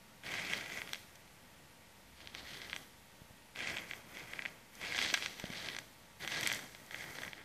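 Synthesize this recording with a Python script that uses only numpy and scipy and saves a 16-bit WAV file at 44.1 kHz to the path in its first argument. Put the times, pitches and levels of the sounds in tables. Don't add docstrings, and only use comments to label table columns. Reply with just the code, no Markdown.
import sys
import numpy as np
from scipy import signal
from scipy.fft import rfft, irfft, next_fast_len
from scipy.io import wavfile
from scipy.ndimage import uniform_filter1d, minimum_filter1d, map_coordinates

SR = 44100
rng = np.random.default_rng(int(sys.argv[2]) if len(sys.argv) > 2 else 0)


def transcribe(signal):
    frames = np.atleast_2d(signal).T
    limited = np.clip(frames, -1, 1)
    pcm = np.round(limited * 32767).astype(np.int16)
    wavfile.write(sys.argv[1], SR, pcm)


def magnitude_from_level(level_db):
    exponent = np.asarray(level_db, float) / 20
    return 10 ** exponent


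N = 328448


def unit(x):
    return x / np.sqrt(np.mean(x ** 2) + 1e-20)


def along(points, hz):
    f, v = np.transpose(points)
    return np.interp(np.log(hz + 1), np.log(f + 1), v)


def wobble(rate):
    knots = rng.standard_normal(int(N * rate / SR) + 4)
    return map_coordinates(knots, [np.arange(N) * rate / SR])


def filtered(x, response):
    m = next_fast_len(N + SR // 2)
    return irfft(rfft(x, m) * response(np.fft.rfftfreq(m, 1 / SR)), m)[..., :N]


def noise(spectrum):
    return unit(filtered(rng.standard_normal(N), lambda hz: magnitude_from_level(along(spectrum, hz))))


def through(x, modes):
    def shape(f):
        total = 0
        for k, (center, width, db) in enumerate(modes):
            ring = 1j * f * width / (center * center - f * f + 1j * f * width)
            total = total + (-1) ** k * magnitude_from_level(db) * ring
        return total

    gain = np.sqrt(np.mean(np.abs(shape(np.linspace(0, SR / 2, num=2000))) ** 2))
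    return filtered(x, shape) / gain


def bursts(rows):
    out, t = np.zeros(N + 2000), np.arange(2000) / SR
    puffs = rng.standard_normal((len(rows), len(t)))
    for (s, db, t60), puff in zip(rows, puffs):
        puff = puff * magnitude_from_level(-60 * t / max(t60, 3e-4))
        puff[0] = 4
        out[round(s * SR):][:len(t)] += magnitude_from_level(db) * puff / np.linalg.norm(puff[:50])
    return out[:N]


def jet(per_second, spread_db, gas, puff_db):
    chance, size, sign = rng.random((3, N))
    grains = (chance < per_second / SR) * magnitude_from_level(spread_db * size ** 3) * np.sign(sign - 0.5)
    puffing = magnitude_from_level(puff_db * np.tanh(0.65 * wobble(110) + 0.5 * wobble(30)))
    return unit(puffing * (unit(grains) + gas * rng.standard_normal(N)))


def room_tone():
    # f/Hz, level/dB per Hz
    quiet = [(12, -43), (20, -3), (103, -1.5), (164, -1.5), (199, -0.5), (421, -12.5), (497, -6.5),
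             (818, -11.5), (940, -11), (1080, -13), (1730, -11), (1930, -9.5), (3360, -13.5),
             (13800, -23.5), (15000, -30.5)]
    # f/Hz, level/dB
    appliance = [(102.3, -87), (861.3, -79.5), (931.3, -77), (1147, -80.5), (1863, -80.5)]
    t = np.arange(N) / SR
    hum = np.zeros(N)
    for hz, db in appliance:
        hum += magnitude_from_level(db + 4 + wobble(3)) * np.sin(2 * np.pi * hz * t + wobble(3))
    nears_db = 110 * (t - 2.06)
    leaves_db = 17 * (2.24 - t)
    pass_db = -63.5 + np.minimum(0, np.minimum(nears_db, leaves_db))
    drone = magnitude_from_level(pass_db + 3.2 * wobble(12)) * np.sin(2 * np.pi * 66 * t + 0.8 * wobble(10))
    hiss = magnitude_from_level(-61.5 + 0.05 * wobble(1.0)) * noise(quiet)
    return hiss + hum + drone


def burning():
    # t/s, burn length/s, hiss level/dB, height in the heap (0-1), sizzle level/dB over the hiss
    hollow_heads = [(0.229, 0.28, -41, 0.45, -10), (0.474, 0.1, -41, 0.6, -7.5),
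                    (0.653, 0.13, -45, 0.42, -5.5), (0.847, 0.087, -57, 1, 5),
                    (3.546, 0.13, -41.5, 0.5, -12), (3.662, 0.044, -40, .3, -9.5),
                    (3.745, 0.045, -45, 0.15, -8), (3.86, 0.063, -52, 0.4, -1.5),
                    (4.057, 0.055, -55, 0.5, -6), (4.112, 0.093, -51, 0.4, -7.5),
                    (4.231, 0.24, -51.5, 0, -7.5), (4.723, 0.11, -53.5, 0.4, -3.5),
                    (4.79, 0.16, -42.5, 0.43, -11), (5.126, 0.11, -44.5, 0.74, -3.5)]
    packed_heads = [(2.143, 0.17, -61.5, 0.93, -9), (2.33, 0.059, -51, 0.9, -8),
                    (2.417, 0.25, -52, 0.77, -8), (2.68, 0.09, -54, 0.76, -2), (4.928, 0.13, -38, 0.83, -4),
                    (5.343, 0.13, -52, 0.67, -7), (5.495, 0.23, -46, 0.72, -7.5),
                    (6.19, 0.028, -40, 0.54, -7.5), (6.268, 0.11, -39.5, 0.59, -7),
                    (6.383, 0.16, -41, 0.56, -3), (6.723, 0.28, -61, .4, -5), (6.904, 0.14, -45, 0.2, -6.5),
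                    (7.067, 0.19, -48.5, 0.28, -4.5), (7.29, 0.12, -54.5, 0.4, -19)]
    catch_s, sag_db_per_s, die_db_per_s = 0.03, 4.5, 131
    glow_db, glow_db_per_s = -19, 23.5
    smoulder_db = -73.5
    s, length, db, height, sizzle_db = np.transpose(hollow_heads + packed_heads)[:, :, None]
    clock = np.arange(0, N / SR + 0.01, 0.002)
    age = clock - s
    after = np.maximum(age - length, 0)
    glow = np.minimum(glow_db - glow_db_per_s * after, 0)
    fade = np.maximum(-die_db_per_s * after, glow)
    rise = 1 - np.exp(-np.maximum(age, 0) / catch_s)
    flare = magnitude_from_level(db - sag_db_per_s * np.clip(age, 0, length) + fade) * rise
    power = flare ** 2 + magnitude_from_level(smoulder_db) ** 2 / len(s)
    total = power.sum(axis=0)
    slow = [10 * np.log10(total),
            (power * height).sum(axis=0) / total,
            (power * sizzle_db).sum(axis=0) / total,
            power[:len(hollow_heads)].sum(axis=0) / total]
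    return [np.interp(np.arange(N) / SR, clock, curve) for curve in slow]


def flame():
    # f/Hz, level/dB per Hz
    flutter = [(24, -43), (40, -8), (135, 0), (251, -1.5), (334, -1.5), (383, -3.5), (735, -4),
               (1010, -8.5), (1500, -6), (1950, -28), (3300, -120)]
    lag = np.exp(-1 / (0.02 * SR))
    heat = signal.lfilter([1 - lag], [1, -lag], magnitude_from_level(burning()[0]))
    heat_db = 20 * np.log10(heat + 1e-9)
    level_db = -51.5 + 0.6 * (heat_db + 45)
    lumps = magnitude_from_level(1.46 * wobble(40) + 1.3 * wobble(9))
    return magnitude_from_level(level_db - 2.0) * unit(lumps * noise(flutter))


def pops():
    # t/s, level/dB
    snaps = [(0.4493, -29), (0.7, -26), (0.818, -22.5), (0.8755, -27.5), (2.2589, -41), (2.6178, -28),
             (2.6982, -25.5), (2.7306, -21.5), (3.5601, -27), (3.7045, -26), (3.7697, -17.5), (3.7846, -23),
             (3.9116, -24.5), (3.935, -22), (4.3351, -26), (4.3921, -23), (4.422, -19.5), (4.453, -22),
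             (4.4593, -20.5), (4.9477, -18), (5.0156, -18), (5.0486, -23), (5.2246, -21.5), (5.2327, -27),
             (5.4407, -26.5), (5.6872, -22), (5.7004, -25.5), (6.2835, -25), (6.4639, -17.5), (6.7493, -26),
             (6.91, -23.5),
        (6.932, -36),
        (6.945, -24),
        (7.041, -29),
        (7.1861, -18.5),
        (7.22, -22),
        (7.2501, -23),
        (7.279, -28),
        (7.3323, -23),
        (7.3795, -33.5),
    ]
    # t/s, level/dB
    cracks = [(0.535, -17.5), (0.7377, -27), (0.7745, -24.5), (0.8924, -31), (0.9334, -21), (0.946, -32),
              (1.1584, -42.5), (2.2739, -33), (2.35, -28), (2.535, -36), (2.7634, -19), (3.6736, -22),
              (3.6922, -30), (4.98, -20), (4.9983, -44), (5.0802, -35), (5.102, -25), (5.1109, -31),
              (5.261, -18.5), (5.5357, -29), (5.7487, -28), (5.7657, -22), (5.7868, -22.5), (6.2485, -25),
              (6.2767, -15.5), (6.458, -23), (6.5004, -20), (6.517, -17), (6.5366, -22.5),
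              (0.506, -33), (0.6608, -31.5), (0.9572, -33), (1.278, -48), (2.2052, -39), (2.3444, -37),
             (2.5075, -36), (2.5734, -35), (2.742, -28.5), (3.5904, -27), (3.776, -27), (4.171, -31),
             (4.8238, -32), (4.85, -36), (5.063, -33), (5.527, -33), (5.577, -36), (6.436, -21)]
    # t/s, level/dB, puff t60/s
    puffs = [(0.236, -34, 0.01), (0.3395, -25.5, 0.023), (0.3903, -28, 0.09), (0.5284, -26.5, 0.0093),
             (0.61, -28.5, .012), (0.7844, -32, 0.035), (3.605, -26.5, 0.011), (4.8142, -31, 0.0095),
             (4.8696, -34, 0.0089), (4.9227, -29, .018), (4.989, -16.5, 0.007), (5.025, -17, 0.012),
             (5.1407, -12.5, 0.046), (5.1744, -20.5, 0.015), (5.3981, -24.5, 0.015), (5.4555, -28.5, .02),
             (5.5023, -30, .018), (6.319, -23.5, 0.038), (6.36, -25, .016), (6.41, -22, .007),
             (6.4297, -21.5, 0.025), (6.4738, -19, 0.016), (6.549, -35, .02), (6.591, -27.5, 0.022),
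             (7.1545, -30, 0.0074), (7.233, -26, 0.024)]
    dull = [(*row, 0.002) for row in snaps]
    bright = [(*row, 0.0018) for row in cracks]
    early = [-3e-4, 0, 0]
    kinds = [bursts(np.add(rows, early)) for rows in (dull, bright, puffs)]
    return np.array(kinds) * magnitude_from_level([[6], [7], [6.5]])


def spits():
    # t/s, level/dB
    spit_events = [(0.9333, -24), (1.1555, -42), (4.7533, -37), (4.9701, -27), (5.1008, -40),
                   (5.1392, -18.5), (5.3974, -33), (5.7887, -28), (6.4098, -23.5), (6.433, -23.5),
                   (6.459, -47), (6.4733, -13.5), (6.5266, -21), (6.547, -24), (6.8633, -41)]
    return bursts([(*row, 0.0065) for row in spit_events]) * magnitude_from_level(-1.5)


def heads():
    floor_modes = [(617, 300, -13.5), (1633, 92, -2), (1937, 167, 2), (2226, 460, -4)]
    wall_modes = [(3155, 264, 7), (3490, 524, 5)]
    rim_modes = [(4550, 910, -1), (5700, 250, 2.5), (6200, 390, 2.5), (8000, 700, -5), (8800, 200, -3.5)]
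    open_modes = [(2520, 1850, -1.5), (4540, 1800, 0.5)]
    port_modes = [(9180, 5300, -8), (11650, 970, -3), (13050, 590, -5), (14340, 630, -3.5)]
    hollow_modes = [(2420, 440, 0)]
    clear_db = 7

    hiss_db, height, sizzle_db, hollow = burning()
    height = np.clip(height, 0, 1)
    wall_db = -13.5 + 11 * height ** 1.16
    open_db = -15.5 + 14.5 * height ** 1.6
    steam_db = -59 + 0.47 * (hiss_db + 45) + 0.68 * (sizzle_db + 7)

    gas = jet(per_second=1200, spread_db=16, gas=0.99, puff_db=2.5) * magnitude_from_level(hiss_db - 4.0)
    crackle = jet(per_second=900, spread_db=14, gas=1.0, puff_db=5.5) * magnitude_from_level(hiss_db + 2.5)
    steam = jet(per_second=2600, spread_db=9, gas=9.0, puff_db=2.5) * magnitude_from_level(steam_db - 4)
    popping, spit = pops(), spits()
    pop_sizzle_db = np.array([-23, -8.5, -9.5])
    blunt = uniform_filter1d(popping.sum(axis=0), size=4)
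    push = gas + blunt * magnitude_from_level(-clear_db * height ** 2)

    low = through(push, floor_modes) - through(push * hollow * magnitude_from_level(-7.5), hollow_modes)
    wall = through(push * magnitude_from_level(wall_db), wall_modes)
    direct = through((crackle - blunt * magnitude_from_level(clear_db * height)) * magnitude_from_level(open_db), open_modes)
    sizzle = gas * magnitude_from_level(sizzle_db - 2.5) + magnitude_from_level(pop_sizzle_db - 1.5) @ popping
    mid = through(sizzle + spit * magnitude_from_level(4.5), rim_modes)
    top = through(steam + magnitude_from_level(2.0 * pop_sizzle_db - 10.5) @ popping + spit, port_modes)
    return low - wall - mid + top + direct


def thuds():
    # t/s, level/dB, f/Hz, knock share
    drops = [
        (3.2177, -35, 129, .2),
        (3.3076, -38.5, 132, 0.31),
        (5.129, -30, 294, 0.78),
        (5.44, -24.5, 178, 0.89),
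        (5.5012, -28, 200, 0.3),
    ]
    out, t = np.zeros(N + 2000), np.arange(2000) / SR
    for s, db, hz, share in drops:
        slowing = t - 0.00037 * np.exp(-t / 0.00083)
        push = np.sin(2 * np.pi * hz * slowing) * magnitude_from_level(-60 * t / 0.018)
        knock = -share * np.sin(2 * np.pi * 620 * t) * magnitude_from_level(-60 * t / 0.012)
        soft_start = 1 - np.exp(-t / 0.0013)
        out[round(s * SR):][:len(t)] += magnitude_from_level(db) * (push + knock) * soft_start
    return out[:N]


def room(x):
    # f/Hz, t60/s
    decay = [(300, 1), (2000, 0.19), (6000, 1), (12000, 1)]
    hz, t, z = signal.stft(rng.standard_normal(SR // 2), SR, nperseg=256)
    tail = signal.istft(z * magnitude_from_level(-60 * t / along(decay, hz)[:, None]), SR, nperseg=256)[1]
    return signal.fftconvolve(np.pad(x, (300, 0)), tail / np.linalg.norm(tail))[:N]


def scene():
    tone = room_tone()
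    fire = heads() + thuds()
    mono = fire + magnitude_from_level(-13) * room(fire) + flame() + tone
    return np.array([mono, mono])


def starved(x, from_hz, step_db, rest_db, uneven_db):
    hz, _, z = signal.stft(x, SR, window="cosine", nperseg=2048)
    middle = z[(hz > 1500) & (hz < 4000)]
    loud = np.sqrt(np.mean(np.abs(middle) ** 2, axis=0))
    loud = minimum_filter1d(loud, size=2)
    bands = rng.standard_normal((len(hz) // 32 + 1, z.shape[1]))
    bands = bands.repeat(32, axis=0)[:len(hz)]
    step = (magnitude_from_level(step_db) * loud + magnitude_from_level(rest_db)) * magnitude_from_level(uneven_db * bands)
    step = step / (1 + (from_hz / (hz[:, None] + 1)) ** 6)
    return signal.istft(np.round(z / step) * step, SR, window="cosine", nperseg=2048)[1][:N]


def low_pass(x):
    return signal.sosfilt(signal.butter(12, 15900, fs=SR, output="sos"), x)


def record(dry):
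    def band(hz):
        treble_edge = 1 / np.sqrt(1 + (hz / 14580) ** 500)
        bass_edge = 1 / np.sqrt(1 + (36 / (hz + 1)) ** 6)
        return treble_edge * bass_edge

    x = starved(dry[0], from_hz=7500, step_db=-15, rest_db=-98, uneven_db=2.5)
    x = filtered(x, band) - 3e-4
    return low_pass(np.array([x, x]))


dry = scene()
out = record(dry)
transcribe(out)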